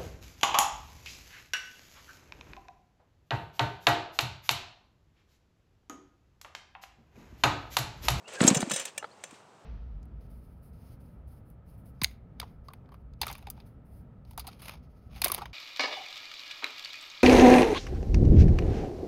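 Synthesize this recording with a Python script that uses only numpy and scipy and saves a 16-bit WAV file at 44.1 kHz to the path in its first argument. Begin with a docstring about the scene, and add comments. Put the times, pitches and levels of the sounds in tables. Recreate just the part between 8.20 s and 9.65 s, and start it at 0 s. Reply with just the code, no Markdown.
"""A chainsaw's starter rope is pulled once, outdoors, and the engine does not fire.
The rope rasps out (filtered noise grains), the piston puffs (damped pulses) and clacks (coloured noise bursts).
The flywheel whirrs as a gliding tone; slipping metal chirps in wavering high modes, once loudly.
Starter pawls click unevenly, then mostly at widening gaps as the flywheel coasts (noise snaps, ringing modes).
The handle knocks home on a few short modes, and the saw shifts a little on the ground."""
import sys
import numpy as np
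from scipy import signal
from scipy.fft import rfft, irfft
from scipy.io import wavfile
from scipy.ndimage import uniform_filter1d

SR = 44100
rng = np.random.default_rng(int(sys.argv[2]) if len(sys.argv) > 2 else 0)


def store_wav(level_fs):
    """Save 16-bit WAV to argv[1]."""
    pcm = np.round(np.clip(np.atleast_2d(level_fs), -1, 1) * 32767)
    wavfile.write(sys.argv[1], SR, pcm.T.astype(np.int16))


N = 63945  # length in samples

# colour of the outdoor background: f/Hz, level/dB per Hz
AIR_COLOUR = [(25, -29), (55, -19), (90, 1.5), (320, -1), (550, 0.5), (850, 1.5), (1300, -3.5),
              (2000, -14.5), (8200, -25), (10000, -32.5), (16000, -46)]
AIR_DB = -57.5

# strength of the rope running out over its guide: t/s, level/dB
PULL_LEVEL = [(0.07, -70.5), (0.082, -45), (0.11, -49), (0.155, -39.5), (0.18, -50.5), (0.198, -40.5),
              (0.212, -30.5), (0.29, -27.5), (0.335, -36.5), (0.42, -43), (0.455, -45), (0.49, -46.5),
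              (0.53, -47.5), (0.65, -73)]
# colour of the rope's rasp: f/Hz, level/dB
ROPE_COLOUR = [(60, -44.5), (170, -20), (330, -2), (500, 11), (750, 0), (1200, -2), (2700, -3),
               (4200, -8.5), (5500, -9), (7900, -4), (10000, -21), (16000, -45)]
ROPE_GRAINS_PER_S, ROPE_SCATTER_DB, ROPE_FLUTTER_DB = 5000, 1.5, 1

# thin squeaks and whines of the starter: t/s, length/s, start f/Hz, end f/Hz, level/dB
SQUEAKS_HEARD = [(0.033, 0.088, 2518, 3190, -57.5), (0.141, 0.071, 1666, 1605, -44.5),
                 (0.204, 0.054, 960, 790, -42.5), (0.334, 0.086, 706, 742, -40),
                 (0.745, 0.098, 2600, 2950, -57.5), (0.813, 0.068, 3480, 5200, -66.5),
                 (0.896, 0.047, 3400, 5200, -66.5)]
SQUEAK_WANDER = 0.015  # share of the starting pitch
SQUEAK_FLUTTER_DB = 5

# air puffs from the cylinder: t/s, level/dB, ring f/Hz, damping (width / pitch)
AIR_PUFFS = [(0.2131, -9, 210, 1), (0.2305, -16, 279, 1), (0.2481, -7.5, 241, 0.91),
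             (0.2600, -23, 265, 0.55), (0.2776, -13.5, 246.6, 0.74), (0.2871, -21.5, 286, 0.27),
             (0.3110, -11, 219, 0.71), (0.3264, -17.5, 230.4, 0.66), (0.3656, -19, 154, 0.51),
             (0.3950, -28, 250, 0.3), (0.4290, -21.5, 191, 0.59), (0.4723, -29, 265, 0.34),
             (0.5170, -31, 216, 0.55), (0.53, -32.5, 169, 0.46)]
# clacks of the crank and starter at each compression: t/s, level/dB, tilt/dB per octave
CRANK_CLACKS = [(0.078, -43, -3), (0.205, -17.5, -5), (0.2300, -27, -2), (0.2382, -23, 1), (0.268, -21, 6),
                (0.277, -20, -2), (0.3017, -24, 1), (0.3445, -28, -6), (0.3743, -26.5, -6),
                (0.4175, -29.5, 0.5), (0.4264, -21.5, -7), (0.509, -23.5, -5)]
# colour of a clack: f/Hz, level/dB
CLACK_COLOUR = [(30, -69), (110, -20), (400, -14), (1100, -2), (2600, -5.5), (4000, -0.5), (5600, -14.5),
                (8000, -10.5), (10000, -13.5), (16000, -40.5)]
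CLACK_FALL_S, CLACK_TAIL_DB, CLACK_TAIL_S = 0.0039, -23.5, 0.0066
CLATTER_GRAIN_DB = 1.5

# a faint bright scrape during the pull, then pawl clicks:
# t/s, level/dB, ring level/dB relative to the snap, tilt/dB per octave
SCRAPE_AND_CLICKS = [(0.1327, -46.5, -4, 7), (0.3454, -27, -0.5, 3.5), (0.35, -27, -6.5, -2),
                     (0.4040, -31.5, -2.5, -1), (0.4963, -35.5, -0.5, -2), (0.5139, -23, -7, -2.5),
                     (0.5354, -31.5, 3, 5.5), (0.5606, -27.5, -0.5, -1), (0.5959, -30.5, -4, -1),
                     (0.6524, -29.5, -11, 0.5), (0.7776, -26.5, -16, -0.5), (1.0370, -34.5, -11.5, -3.5),
                     (1.108, -47, -13, -3.5)]
# colour of the scrape and clicks: f/Hz, level/dB
PAWL_COLOUR = [(60, -41), (300, -19), (540, -2), (1000, -5.5), (1800, -3), (2800, 1.5), (4700, -7),
               (6300, 0), (8700, 8), (10300, -14), (12400, -10), (16000, -19.5)]
PAWL_HOLD_S, PAWL_FALL_S = 0.0039, 0.0026
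# short modes of the plastic cover: f/Hz, level/dB, t60/s
COVER_MODES = [(555, -17.5, 0.094), (1773, -15, 0.068), (2355, -9, 0.026), (3445, -14, 0.025)]
# modes of the starter housing: f/Hz, level/dB, t60/s
HOUSING_MODES = [(540, -4.5, 0.16), (1805, -11.5, 0.18), (2660, -4.5, 0.11), (2910, -9, 0.19),
                 (3350, -3, 0.084), (3870, 3, 0.045), (5200, -4, .11), (5640, -7, 0.13), (6220, 1, 0.13),
                 (6910, -3, 0.085), (7240, 2.5, 0.13), (7480, -13, 0.081), (8550, 0.5, 0.082)]
STRIKE_SCATTER_DB, STRIKE_DETUNE = 2.5, 0.006  # detune is a share of the pitch
RING_WANDER_HZ, RING_BLUR = 34.7, 0.005  # pitch waver: a fixed part plus a share of the mode's pitch
RATTLE_DB, RATTLE_FALL_S, RATTLE_FLUTTER_DB = -8, 0.01742, 4

# whirr of the flywheel as it speeds up and slows: t/s, f/Hz, level/dB
WHIRR_COURSE = [(0.171, 446.4, -100), (0.212, 587, -45), (0.242, 696, -34), (0.281, 640.2, -45),
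                (0.322, 525.1, -35), (0.34, 521.3, -52), (0.361, 495.2, -35.5), (0.384, 407, -44.5),
                (0.42, 362.7, -46), (0.7, 198, -78)]
WHIRR_OCTAVE_DB, WHIRR_WANDER_HZ = -7.5, 12
# colour of the air stirred by the flywheel: f/Hz, level/dB
RUSH_COLOUR = [(40, -19), (160, -3.5), (800, -6), (2000, -22), (16000, -78.5)]
RUSH_DB = -2  # relative to the whirr's fundamental

# chirps of metal slipping on metal: t/s, level/dB, length/s, pitch factor
METAL_CHIRPS = [(0.2140, -28, 0.0049, 1.06), (0.2765, -11.5, 0.0085, 1.0), (0.368, -25.5, 0.005, .955)]
# what the slipping metal rings with: f/Hz, level/dB, width/Hz
SLIP_MODES = [(5220, -14.5, 125), (5660, -10, 87), (6538, -1, 37), (7300, -7.5, 220), (7440, -2, 40),
              (7750, -7.5, 120), (8250, -14, 100)]
CHIRP_FALL_S, CHIRP_GRIT_DB, CHIRP_SATURATION = 0.0044, -11.5, 0.31

# strength of the rope and spring sliding back: t/s, level/dB
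REWIND_LEVEL = [(0.485, -81), (0.505, -46), (0.56, -42), (0.615, -40), (0.645, -50), (0.68, -43.5),
                (0.715, -60), (0.88, -67.5), (0.98, -65.5), (1.15, -57), (1.24, -70.5), (1.45, -73.5)]
# colour of the sliding: f/Hz, level/dB
SLIDE_COLOUR = [(150, -16), (500, 2), (1000, 0), (2800, 2.5), (4700, -4), (6300, -4.5), (8200, -1),
                (10000, -16.5), (16000, -30.5)]

# handle knocks: t/s, level/dB
HANDLE_KNOCKS = [(0.8269, -31), (0.8435, -28), (1.204, -50)]
# modes of the handle against the casing: f/Hz, level/dB, t60/s
KNOCK_MODES = [(482, -12, 0.056), (633, -8, 0.037), (853, -1.5, .023), (1327, 0, 0.02), (1550, -6, 0.017)]
KNOCK_ATTACK_S, KNOCK_LOW_HZ = 0.00019, 357
KNOCK_GRIT_DB, KNOCK_GRIT_S = -9, 0.0067

# the saw shifts on the ground: t/s, level/dB, ring f/Hz, damping (width / pitch)
GROUND_BUMP = (1.1275, -41.5, 282, 0.8)

LOW_CUT_HZ, TOP_HZ = 116, 15900


def undb(db):
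    """Decibels to gain."""
    return 10 ** (np.asarray(db) / 20)


def unit(x):
    """Scale to rms 1."""
    return x / np.sqrt(np.mean(x ** 2) + 1e-20)


def since(start):
    """Seconds since a moment, zero before it."""
    return np.maximum(np.arange(N) / SR - start, 0)


def curve(table):
    """Gain along a table of (t/s, level/dB)."""
    return undb(np.interp(since(0), *np.array(table).T))


def noise():
    """White noise."""
    return rng.standard_normal(N)


def colour(x, table, tilt=0):
    """Filter by (f/Hz, level/dB) points and a tilt in dB per octave; rms 1."""
    hz, db = np.array(table).T
    octave = np.log2(np.maximum(np.arange(N // 2 + 1) * SR / N, 1))
    gain = undb(np.interp(octave, np.log2(hz), db) + tilt * octave)
    return unit(irfft(rfft(x) * gain, N))


def flutter(db, size):
    """A gain that jumps about at random every few milliseconds; rms 1."""
    sway = np.clip(unit(uniform_filter1d(noise(), size=size)), -2, 2)
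    return unit(undb(db * sway))


def burst(start, hold, fall, attack=0.00083):
    """Quick attack, hold, exponential release."""
    rise = 1 - np.exp(-since(start) / attack)
    return rise * np.exp(-since(start + hold) / fall)


def tone(hz, wander_hz):
    """A partial whose pitch wanders; rms 1."""
    drift = wander_hz * unit(uniform_filter1d(noise(), size=90))
    cycles = np.cumsum(hz + drift) / SR + rng.random()
    return np.sqrt(2) * np.sin(2 * np.pi * cycles)


def grains(rate, scatter_db, flutter_db):
    """Dense tiny slips of uneven size; each register rattles on its own."""
    hz = np.arange(N // 2 + 1) * SR / N
    register = np.minimum((np.sqrt(hz) / 16).astype(int), 6)  # bands widen towards the treble
    spectrum = 0
    for k in np.unique(register):
        size = undb(scatter_db * np.minimum(rng.exponential(size=N), 4))
        slips = (rng.random(N) < rate / SR) * noise() * size
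        sway = undb(flutter_db * np.tanh(unit(uniform_filter1d(noise(), size=180))))
        spectrum = spectrum + rfft(slips * sway) * (register == k)
    return irfft(spectrum, N)


def clatter(table, tilt=0):
    """A swarm of tiny contacts, coloured; even strength over a few milliseconds."""
    contacts = noise() * undb(CLATTER_GRAIN_DB * unit(uniform_filter1d(noise(), size=30)))
    strength = np.sqrt(uniform_filter1d(contacts ** 2, size=200) + 1e-9)
    return colour(contacts / strength, table, tilt)


def thump(start, db, hz, damping, push_s=0.0006):
    """A soft pressure pulse through two damped chambers, scaled to its peak."""
    pulse = np.exp(-0.5 * ((since(0) - start) / push_s) ** 2)
    b, a = signal.iirpeak(hz, 1 / damping, fs=SR)
    once = signal.lfilter(b, a, pulse)
    twice = signal.lfilter(b, a, once)
    return undb(db) * twice / np.abs(twice).max()


def struck(start, modes):
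    """Modes ringing from one blow; each blow weights and tunes them a little differently."""
    out = 0
    for hz, db, t60 in modes:
        louder, higher = rng.standard_normal(2)
        gain = undb(db + STRIKE_SCATTER_DB * louder)
        partial = tone(hz * (1 + STRIKE_DETUNE * higher), RING_WANDER_HZ + RING_BLUR * hz)
        out = out + gain * burst(start, 0, t60 / np.log(1000)) * partial
    return out


def background():
    """Quiet outdoor air: steady coloured noise."""
    return undb(AIR_DB) * colour(noise(), AIR_COLOUR)


def rope_pull():
    """The cord slips over its guide in dense uneven grains as it rasps out."""
    slips = grains(ROPE_GRAINS_PER_S, ROPE_SCATTER_DB, ROPE_FLUTTER_DB)
    return curve(PULL_LEVEL) * colour(slips, ROPE_COLOUR)


def squeaks():
    """The starter squeaks and whines thinly: fluttering tones that glide, swell and fade."""
    out = 0
    for start, length, from_hz, to_hz, db in SQUEAKS_HEARD:
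        along = np.minimum(since(start) / length, 1)
        swell = np.sin(np.pi * along) * flutter(SQUEAK_FLUTTER_DB, size=400)
        whine = tone(from_hz + (to_hz - from_hz) * along, SQUEAK_WANDER * from_hz)
        out = out + undb(db) * swell * whine
    return out


def engine():
    """The piston pumps air through the muffler, and the crank clacks against each compression."""
    out = sum(thump(*row) for row in AIR_PUFFS)
    for start, db, tilt in CRANK_CLACKS:
        hit = burst(start, 0.00038, CLACK_FALL_S)
        tail = undb(CLACK_TAIL_DB) * burst(start, 0, CLACK_TAIL_S)
        out = out + undb(db) * (hit + tail) * clatter(CLACK_COLOUR, tilt)
    return out


def scrape_and_pawls():
    """After a faint scrape, pawls snap over teeth, ring cover and housing and rattle the spring."""
    out = 0
    total = np.sqrt(sum(undb(db) ** 2 for _, db, _ in HOUSING_MODES))
    for start, db, ring_db, tilt in SCRAPE_AND_CLICKS:
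        snap = burst(start, PAWL_HOLD_S, PAWL_FALL_S, attack=0.0018) * clatter(PAWL_COLOUR, tilt)
        cover = struck(start, COVER_MODES)
        housing = struck(start, HOUSING_MODES) / total
        shake = burst(start, 0, RATTLE_FALL_S) * flutter(RATTLE_FLUTTER_DB, size=120)
        rattle = undb(RATTLE_DB) * shake * clatter(PAWL_COLOUR, tilt)
        out = out + undb(db) * (snap + cover + undb(ring_db) * (housing + rattle))
    return out


def flywheel():
    """The finned flywheel whirrs at a pitch that follows its speed, and stirs the air."""
    when, hz, db = np.array(WHIRR_COURSE).T
    pitch = np.interp(since(0), when, hz)
    gain = undb(np.interp(since(0), when, db))
    octave = undb(WHIRR_OCTAVE_DB) * tone(2 * pitch, WHIRR_WANDER_HZ)
    whirr = tone(pitch, WHIRR_WANDER_HZ) + octave
    rush = undb(RUSH_DB) * colour(noise(), RUSH_COLOUR)
    return gain * (whirr + rush)


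def chirps():
    """Metal slips for a few milliseconds and sings in its high modes; friction bounds the swing."""
    out = 0
    for start, db, length, pitch in METAL_CHIRPS:
        ring = unit(sum(undb(mode_db) * tone(hz * pitch, width) for hz, mode_db, width in SLIP_MODES))
        swing = np.abs(signal.hilbert(ring))
        bounded = unit(ring / np.hypot(1, CHIRP_SATURATION * swing))
        grit = undb(CHIRP_GRIT_DB) * clatter(PAWL_COLOUR)
        out = out + undb(db) * burst(start, length, CHIRP_FALL_S) * (bounded + grit)
    return out


def rewind():
    """Rope and spring slide back in dense grains that flutter more than the pull."""
    slips = grains(ROPE_GRAINS_PER_S, scatter_db=1.5, flutter_db=2.5)
    return curve(REWIND_LEVEL) * colour(slips, SLIDE_COLOUR)


def handle():
    """The plastic grip knocks on the casing with a short, gritty, solid ring."""
    out = 0
    for start, db in HANDLE_KNOCKS:
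        ring = 0
        for hz, mode_db, t60 in KNOCK_MODES:
            decay = burst(start, 0, t60 / np.log(1000), KNOCK_ATTACK_S)
            ring = ring + undb(mode_db) * np.sin(2 * np.pi * hz * since(start)) * decay
        grit = undb(KNOCK_GRIT_DB) * burst(start, 0, KNOCK_GRIT_S) * clatter(CLACK_COLOUR, tilt=-6.5)
        out = out + undb(db) * (ring + grit)
    return signal.sosfilt(signal.butter(4, KNOCK_LOW_HZ, "high", fs=SR, output="sos"), out)


def ground_bump():
    """The saw shifts a little on the ground: one soft, damped thump."""
    return thump(*GROUND_BUMP)


def scene():
    """The saw on open ground over a quiet background, as one channel."""
    pull = background() + rope_pull() + squeaks() + engine()
    starter = scrape_and_pawls() + flywheel() + chirps()
    ending = rewind() + handle() + ground_bump()
    return (pull + starter + ending)[None]


def record(dry):
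    """Thin the deep bass gently and cut the top steeply."""
    thin = signal.sosfilt(signal.butter(1, LOW_CUT_HZ, "high", fs=SR, output="sos"), dry)
    return signal.sosfilt(signal.ellip(10, 0.2, 80, TOP_HZ, fs=SR, output="sos"), thin)


dry = scene()
out = record(dry)
store_wav(out)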